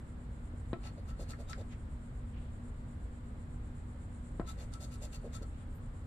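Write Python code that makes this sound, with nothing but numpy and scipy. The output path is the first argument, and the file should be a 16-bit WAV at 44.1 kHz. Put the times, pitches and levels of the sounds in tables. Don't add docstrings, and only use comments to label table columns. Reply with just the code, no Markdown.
import sys
import numpy as np
from scipy import signal
from scipy.fft import rfft, irfft
from scipy.io import wavfile
from scipy.ndimage import uniform_filter1d

SR = 44100
rng = np.random.default_rng(int(sys.argv[2]) if len(sys.argv) > 2 else 0)


def dump_mix(stems):
    frames = np.atleast_2d(stems).T
    limited = np.clip(frames, -1, 1)
    pcm = np.round(limited * 32767).astype(np.int16)
    wavfile.write(sys.argv[1], SR, pcm)


N = 267334
TIME = np.arange(N) / SR

RING_HZ, RING_WIDTH_HZ, RING_PAN_DB, OVERTONE_HZ = 1321, 22, 9, 1961
# pitch_hz, relative_db (per Hz)
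AIR_SPECTRUM = [(15, -10.5), (28, 1), (85, 0.5), (130, -5), (180, -13), (235, -11.5), (275, -17.5),
                (365, -24), (410, -21.5), (441, -27), (468, -22.5), (700, -28.5), (1150, -29.5),
                (1350, -30), (2050, -36), (2500, -42), (4000, -46.5), (6000, -57), (15000, -64.5)]
AIR_DB = -43.5
# pitch_hz, left_right_correlation (-1..1)
AIR_LIKENESS = [(60, 0.99), (130, 1), (290, 0.74), (640, 0.48), (1300, -0.25), (3000, 0.032),
                (15000, -0.049)]
# pitch_hz, level_db
HUM_TONES = [(41, -56.5), (59.3, -54), (120, -67), (177, -70.5), (240, -57.5), (295, -70.5)]
# pitch_hz, relative_db (per Hz)
INSECT_SPECTRUM = [(5000, -25), (6500, -16.5), (7250, -0.5), (7900, -3.5), (8500, -4), (9400, -8),
                   (10100, -18), (13000, -43)]
# time_s, lateness_s, level_db
INSECT_COURSE = [(0, -0.0046, -71), (2, -0.013, -70.5), (2.5, -0.0022, -70), (3, -0.0048, -71),
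                 (3.6, 0.014, -70.5), (4.2, .012, -68.5), (5.8, 0.0004, -70.5)]
CHIRPS_PER_S, FIRST_CHIRP_S, CHIRP_SQUARENESS = 8.185, .106, 1.1
# start_s, level_db, contact_hardness_hz (low-pass corner)
KNOCKS = [(0.536, -42.5, 695), (0.731, -25.5, 2340), (0.977, -51, 800), (1.196, -39, 800),
          (4.397, -25.5, 1700), (5.25, -47, 800), (5.415, -42, 800)]
# pitch_hz, level_db, t60_s
TABLE_MODES = [(177, -19, .08), (346, -22, .13), (397, -19, .1), (610, -23, .035), (690, -13, .06),
               (1030, -25, .08), (RING_HZ, -21, .08), (1480, -18.5, .0065), (OVERTONE_HZ, -25, .035),
               (2700, -32, .022), (3680, -31, .012)]
BEND_FROM_HZ, BEND_TO_HZ, BEND_GLIDE_S, BEND_LENGTH_S, BEND_DB = 1004, 218, 0.00051, 0.0039, 1
CARD_DAMPS_ABOVE_HZ = 2800
# start_s, level_db, centre_hz, decay_s (to 1/e)
CATCHES = [(.7312, -48.5, 3000, .004), (.736, -49, 1900, .006), (1.108, -52.5, 1300, .008),
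           (1.333, -46, 1500, .009), (1.496, -51, 6600, .01), (1.5308, -39.5, 3900, .0018),
           (1.5308, -43, 1550, .009), (4.398, -54, 3400, .002), (4.4025, -47, 1600, .004),
           (4.413, -47, 1200, .005), (4.737, -48, 7400, .004), (4.737, -49.5, 3900, .004)]
# middle_s, length_s, level_db, brightness_db, lean (-1..1), ring_db, squeak_hz, squeak_db
PUSHES = [(.862, 0.061, -61.5, -6.5, -0.37, 17.5, 4350, -67), (1.096, 0.047, -63.5, -2, -.5, 30, 4360, -82),
          (1.306, 0.037, -54, 0.5, -0.36, 21, 4300, -64), (1.509, 0.051, -57, -2, 0.29, 23, 3700, -65),
          (1.724, 0.037, -68.5, -4, 0, 12, 3150, -70), (4.495, 0.056, -55, -0.5, 0.28, 24.5, 3880, -65.5),
          (4.741, 0.043, -62, -2.5, .2, 28.5, 3820, -81), (4.936, 0.055, -61, 1.5, -0.42, 21, 3800, -83),
          (5.146, 0.046, -57, 2, -0.22, 18, 3700, -75), (5.353, 0.047, -55, 0.5, .6, 16, 3680, -70)]
# columns as in PUSHES, then judder_db, judder_hz
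RETURNS = [(0.988, 0.025, -73, 0, 0, 12, 4400, -69, -53.5, 530),
           (1.217, 0.052, -61, 1.5, -0.027, 17, 4300, -69, -54.5, 503),
           (1.407, 0.037, -64, 0.5, -0.33, 21, 4500, -73, -53.5, 563),
           (1.6, 0.049, -64.5, -3.5, 0, 19, 3800, -87, -51.5, 540),
           (4.612, 0.07, -61, -2, 0, 6.3, 3530, -76, -61, 530),
           (4.831, 0.054, -58.5, 5, 0, 24, 3900, -75, -58.5, 620),
           (5.041, 0.053, -57, 3.5, 0.11, 16, 3740, -73, -55, 580),
           (5.26, 0.043, -69.5, -2, 0, 16, 3720, -90, -49.5, 504),
           (5.429, 0.016, -58.5, 1, -0.14, 29, 3780, -87, -52, 474)]
BITE_S = .0075
JUDDER_LEAD_S = 0.0017
# pitch_hz, width_hz, level_db, full_lean_change_db, left_over_right_db
SCRAPE_MODES = [(OVERTONE_HZ, 28, 9.5, 0, 2), (2750, 200, 1, -10, 16), (3500, 79, 4.3, 4.9, 2),
                (3690, 140, 4.8, 4.5, 5.1), (4433, 190, 11, -3.5, 7), (5568, 57, 2, 1, 3.6),
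                (6420, 283, 7.5, -1, 1.5), (7400, 174, 5.7, 3.8, 6), (8400, 449, -8, -4, 0),
                (9294, 600, -3, 0, -9), (11600, 350, 0.5, -2, 3)]
# pitch_hz, relative_db (per Hz)
LATEX_SPECTRUM = [(200, -46), (600, 11), (1300, -0.5), (2300, -5), (3000, -3.5), (4200, -0.5), (5200, -4),
                  (7500, 2), (9500, -5.5), (10400, -14), (11500, -7), (12200, -20), (15000, -14)]
# start_s, end_s, level_db, centre_hz
RUSTLES = [(1.708, 1.75, -61, 2010), (2.338, 2.395, -65, 2520), (2.39, 2.50, -74.5, 2840),
           (5.52, 5.64, -74, 2750), (5.74, 5.79, -74, 13000)]
RIGHT_LAG_SAMPLES = 24
ROOM_T60_S = .2
CUTOFF_HZ = 15300


def from_db(db):
    return 10 ** (np.asarray(db) / 20)


def rms_one(x):
    return x / np.sqrt(np.mean(x ** 2) + 1e-20)


def at_hz(points, hz):
    table_hz, value = np.transpose(points)
    return np.interp(np.log(hz + 1e-3), np.log(table_hz), value)


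def colour(x, spectrum):
    gain = from_db(at_hz(spectrum, np.fft.rfftfreq(N, 1 / SR)))
    return rms_one(irfft(rfft(x) * gain, N))


def butter(x, hz, kind, order=2):
    sos = signal.butter(order, np.clip(hz, 10, .45 * SR), kind, fs=SR, output="sos")
    return signal.sosfilt(sos, x + 1e-18)


def drift(rate):
    knots = rng.standard_normal(4000)
    return rms_one(np.interp(TIME * rate, np.arange(len(knots)), knots))


def resonate(x, hz, width_hz):
    r = np.exp(-np.pi * width_hz / SR)
    feed = np.array([1, 0, -1]) * (1 - r * r) / 2
    return signal.lfilter(feed, [1, -2 * r * np.cos(2 * np.pi * hz / SR), r * r], x + 1e-18)


def ring(clicks, hz, t60):
    r = from_db(-60 / (t60 * SR))
    w = 2 * np.pi * hz / SR
    return signal.lfilter([0, np.sin(w)], [1, -2 * r * np.cos(w), r * r], clicks + 1e-18)


def swell(start, end, edge_s):
    speeding_up = (1 + np.tanh((TIME - start) / edge_s)) / 2
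    slowing_down = (1 + np.tanh((end - TIME) / edge_s)) / 2
    return speeding_up * slowing_down


def grains(per_s, spread_db):
    sizes = from_db(spread_db * np.clip(rng.standard_normal(N), -2, 2))
    signed = sizes * rng.choice([-1, 1], N)
    return rms_one(signed * (rng.random(N) < per_s / SR))


def background(waver_db=2.0, wander_rad=0.15):
    alike = np.clip(at_hz(AIR_LIKENESS, np.fft.rfftfreq(N, 1 / SR)), -1, 1)
    mid, side = rfft(rng.standard_normal((2, N)))
    stereo = np.sqrt(1 + alike) * mid + np.sqrt(1 - alike) * side * [[1], [-1]]
    air = colour(irfft(stereo, N), AIR_SPECTRUM)
    hum = 0
    for hz, db in HUM_TONES:
        tone = rms_one(np.sin(2 * np.pi * hz * TIME + wander_rad * drift(6.2)))
        hum = hum + from_db(db + waver_db * drift(17)) * tone
    return from_db(AIR_DB) * air + hum


def insect(pause_db=-8.0, waver_db=1.0, rasp_db=0.8):
    s, *columns = np.transpose(INSECT_COURSE)
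    late, db = (np.interp(TIME, s, column) for column in columns)
    beat = np.cos(2 * np.pi * CHIRPS_PER_S * (TIME - FIRST_CHIRP_S - late))
    closed = (1 - np.tanh(CHIRP_SQUARENESS * beat)) / 2
    level = from_db(db + pause_db * closed + waver_db * drift(9.7) + rasp_db * drift(300))
    return level * colour(rng.standard_normal((2, N)), INSECT_SPECTRUM)


def knocks(rattle_db=-25, rattle_s=0.013, rattle_thump_db=-7):
    blow = rattle = 0
    for s, db, hard_hz in KNOCKS:
        click = signal.unit_impulse(N, round(s * SR))
        blow = blow + from_db(db) * butter(click, hard_hz, "low")
        settling = (TIME > s + .003) * np.exp(-np.abs(TIME - s) / rattle_s)
        ticks = butter(settling * grains(per_s=720, spread_db=5.0), hard_hz, "low")
        rattle = rattle + from_db(db + rattle_db) * ticks
    t = TIME[:SR // 20]
    bend_hz = BEND_TO_HZ + (BEND_FROM_HZ - BEND_TO_HZ) * np.exp(-t / BEND_GLIDE_S)
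    bend = -np.sin(2 * np.pi * np.cumsum(bend_hz) / SR) * np.exp(-(t / BEND_LENGTH_S) ** 4)
    thump_drive = blow + from_db(rattle_thump_db) * rattle
    thump = from_db(BEND_DB) * signal.fftconvolve(thump_drive, bend)[:N]
    body = 0
    for k, (hz, db, t60) in enumerate(TABLE_MODES):
        body = body + (-1) ** k * from_db(db) * ring(blow + rattle, hz, t60)
    return butter(thump + body, CARD_DAMPS_ABOVE_HZ, "low", order=3)


def catches():
    out = np.zeros((2, N))
    for s, db, hz, decay_s in CATCHES:
        after = (TIME >= s) & (TIME < s + .1)
        noise = rng.standard_normal((2, after.sum()))
        crack = rms_one(butter(noise, [hz / 1.4, hz * 1.4], "band", order=4))
        out[:, after] += from_db(db) * crack * np.exp((s - TIME[after]) / decay_s)
    return out


def strokes():
    return sorted((s - length / 2, s + length / 2, db, bright, lean, ring_db)
                  for s, length, db, bright, lean, ring_db, *_ in PUSHES + RETURNS)


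def rubbing(level_db=-7, edge_s=0.03, low_hz=950, high_hz=2600, count=2):
    pressure = sum(from_db(db - bright) * swell(a, b, edge_s) for a, b, db, bright, *_ in strokes())
    crumbs = np.array([grains(per_s=900, spread_db=3.5) for _ in range(count)])
    return from_db(level_db) * pressure * rms_one(butter(crumbs, [low_hz, high_hz], "band"))


def squeaks(width_hz=380, octave_db=-6, edge_s=0.021, pan_db=4):
    out = np.zeros(N)
    slips = grains(per_s=3300, spread_db=1.5)
    for s, length, _, _, _, _, hz, db, *_ in PUSHES + RETURNS:
        near = np.abs(TIME - s) < .1
        voices = []
        for k in (1, 2):
            once = resonate(slips[near], k * hz, k * width_hz)
            voices.append(rms_one(resonate(once, k * hz, k * width_hz)))
        low, high = voices
        slide = swell(s - length / 2, s + length / 2, edge_s)[near]
        out[near] += from_db(db) * slide * (low + from_db(octave_db) * high)
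    return np.array([out, np.roll(out, RIGHT_LAG_SAMPLES)]) * from_db([[pan_db / 2], [-pan_db / 2]])


def per_stroke(values):
    return np.interp(TIME, np.ravel([row[:2] for row in strokes()]), np.repeat(values, 2))


def tearing(flake_db=-7, flutter_db=0.5, arch_db=-5.0, split_hz=4000, count=3):
    low = high = 0
    for a, b, db, bright, *_ in strokes():
        off_centre = np.clip((2 * TIME - a - b) / (b - a), -1, 1)
        effort = swell(a, b, BITE_S) * from_db(db + arch_db * off_centre ** 2)
        low = low + effort * from_db(-bright)
        high = high + effort * from_db(bright)
    grit = np.array([grains(per_s=4200, spread_db=5.5) for _ in range(count)])
    grit = grit * from_db(flutter_db * drift(220))
    grit = grit + from_db(flake_db) * grains(per_s=320, spread_db=3)
    dull = butter(grit, split_hz, "low", order=1)
    return low * dull + high * (grit - dull)


def scrape(hiss_db=-1, roll_db=2.3, top_hz=12000):
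    force, *rim = tearing()
    *_, lean, ring_db = np.transpose(strokes())
    lean = per_stroke(lean)
    sing = resonate(force * from_db(per_stroke(ring_db)), RING_HZ, RING_WIDTH_HZ)
    body = sing * from_db([[RING_PAN_DB / 2], [-RING_PAN_DB / 2]])
    for hz, width, db, lean_db, pan in SCRAPE_MODES:
        share = from_db(db + lean_db * lean + roll_db * drift(60))
        mode = resonate(force * share, hz, width)
        body = body + mode * from_db([[pan / 2], [-pan / 2]])
    body = butter(body, top_hz, "low")
    body[1] = np.roll(body[1], RIGHT_LAG_SAMPLES)
    hiss = np.std(force) * colour(np.array(rim), LATEX_SPECTRUM)
    return body + from_db(hiss_db) * hiss


def judder(width_hz=150, attack_s=0.0037, release_s=0.008, floor_hz=330):
    out = 0
    for s, length, *_, db, hz in RETURNS:
        drumming = resonate(grains(per_s=1200, spread_db=0.5), hz, width_hz)
        slips = rms_one(butter(drumming, [floor_hz, hz * 1.28], "band"))
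        slips /= np.sqrt(uniform_filter1d(slips ** 2, size=700) + 1e-3)
        grip = (1 + np.tanh((TIME - s + length / 2 + JUDDER_LEAD_S) / attack_s)) / 2
        let_go = (1 + np.tanh((s + length / 2 - TIME) / release_s)) / 2
        out = out + slips * from_db(db) * grip * let_go
    return out


def rustles(edge_s=0.016, uneven_db=2):
    out = 0
    for a, b, db, hz in RUSTLES:
        brush = rms_one(butter(rng.standard_normal((2, N)), [hz / 1.25, hz * 1.25], "band"))
        out = out + from_db(db) * swell(a, b, edge_s) * brush
    return out * from_db(uneven_db * drift(70))


def reflections(x, t60, gap_s):
    t = np.arange(SR // 2) / SR
    mid, side = rng.standard_normal((2, len(t))) * from_db(-60 * t / t60) * (t > gap_s)
    side = butter(side, 420, "high", order=1)
    response = np.array([mid + side, mid - side])
    response /= np.sqrt(np.sum(response ** 2, axis=1, keepdims=True))
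    return signal.fftconvolve(x * np.ones((2, 1)), response, axes=1)[:, :N]


def scene(near_db=-11, room_db=-14, knock_pan_db=1.5):
    contacts = knocks() * from_db([[knock_pan_db], [-knock_pan_db]])
    coin = contacts + catches() + rubbing() + squeaks() + scrape() + judder()
    near = from_db(near_db) * reflections(coin, t60=.07, gap_s=.003)
    room = from_db(room_db) * reflections(coin, t60=ROOM_T60_S, gap_s=0.012)
    return background() + insect() + coin + near + room + rustles()


def record(dry):
    return signal.sosfilt(signal.ellip(14, .1, 80, CUTOFF_HZ, fs=SR, output="sos"), dry)


dry = scene()
out = record(dry)
dump_mix(out)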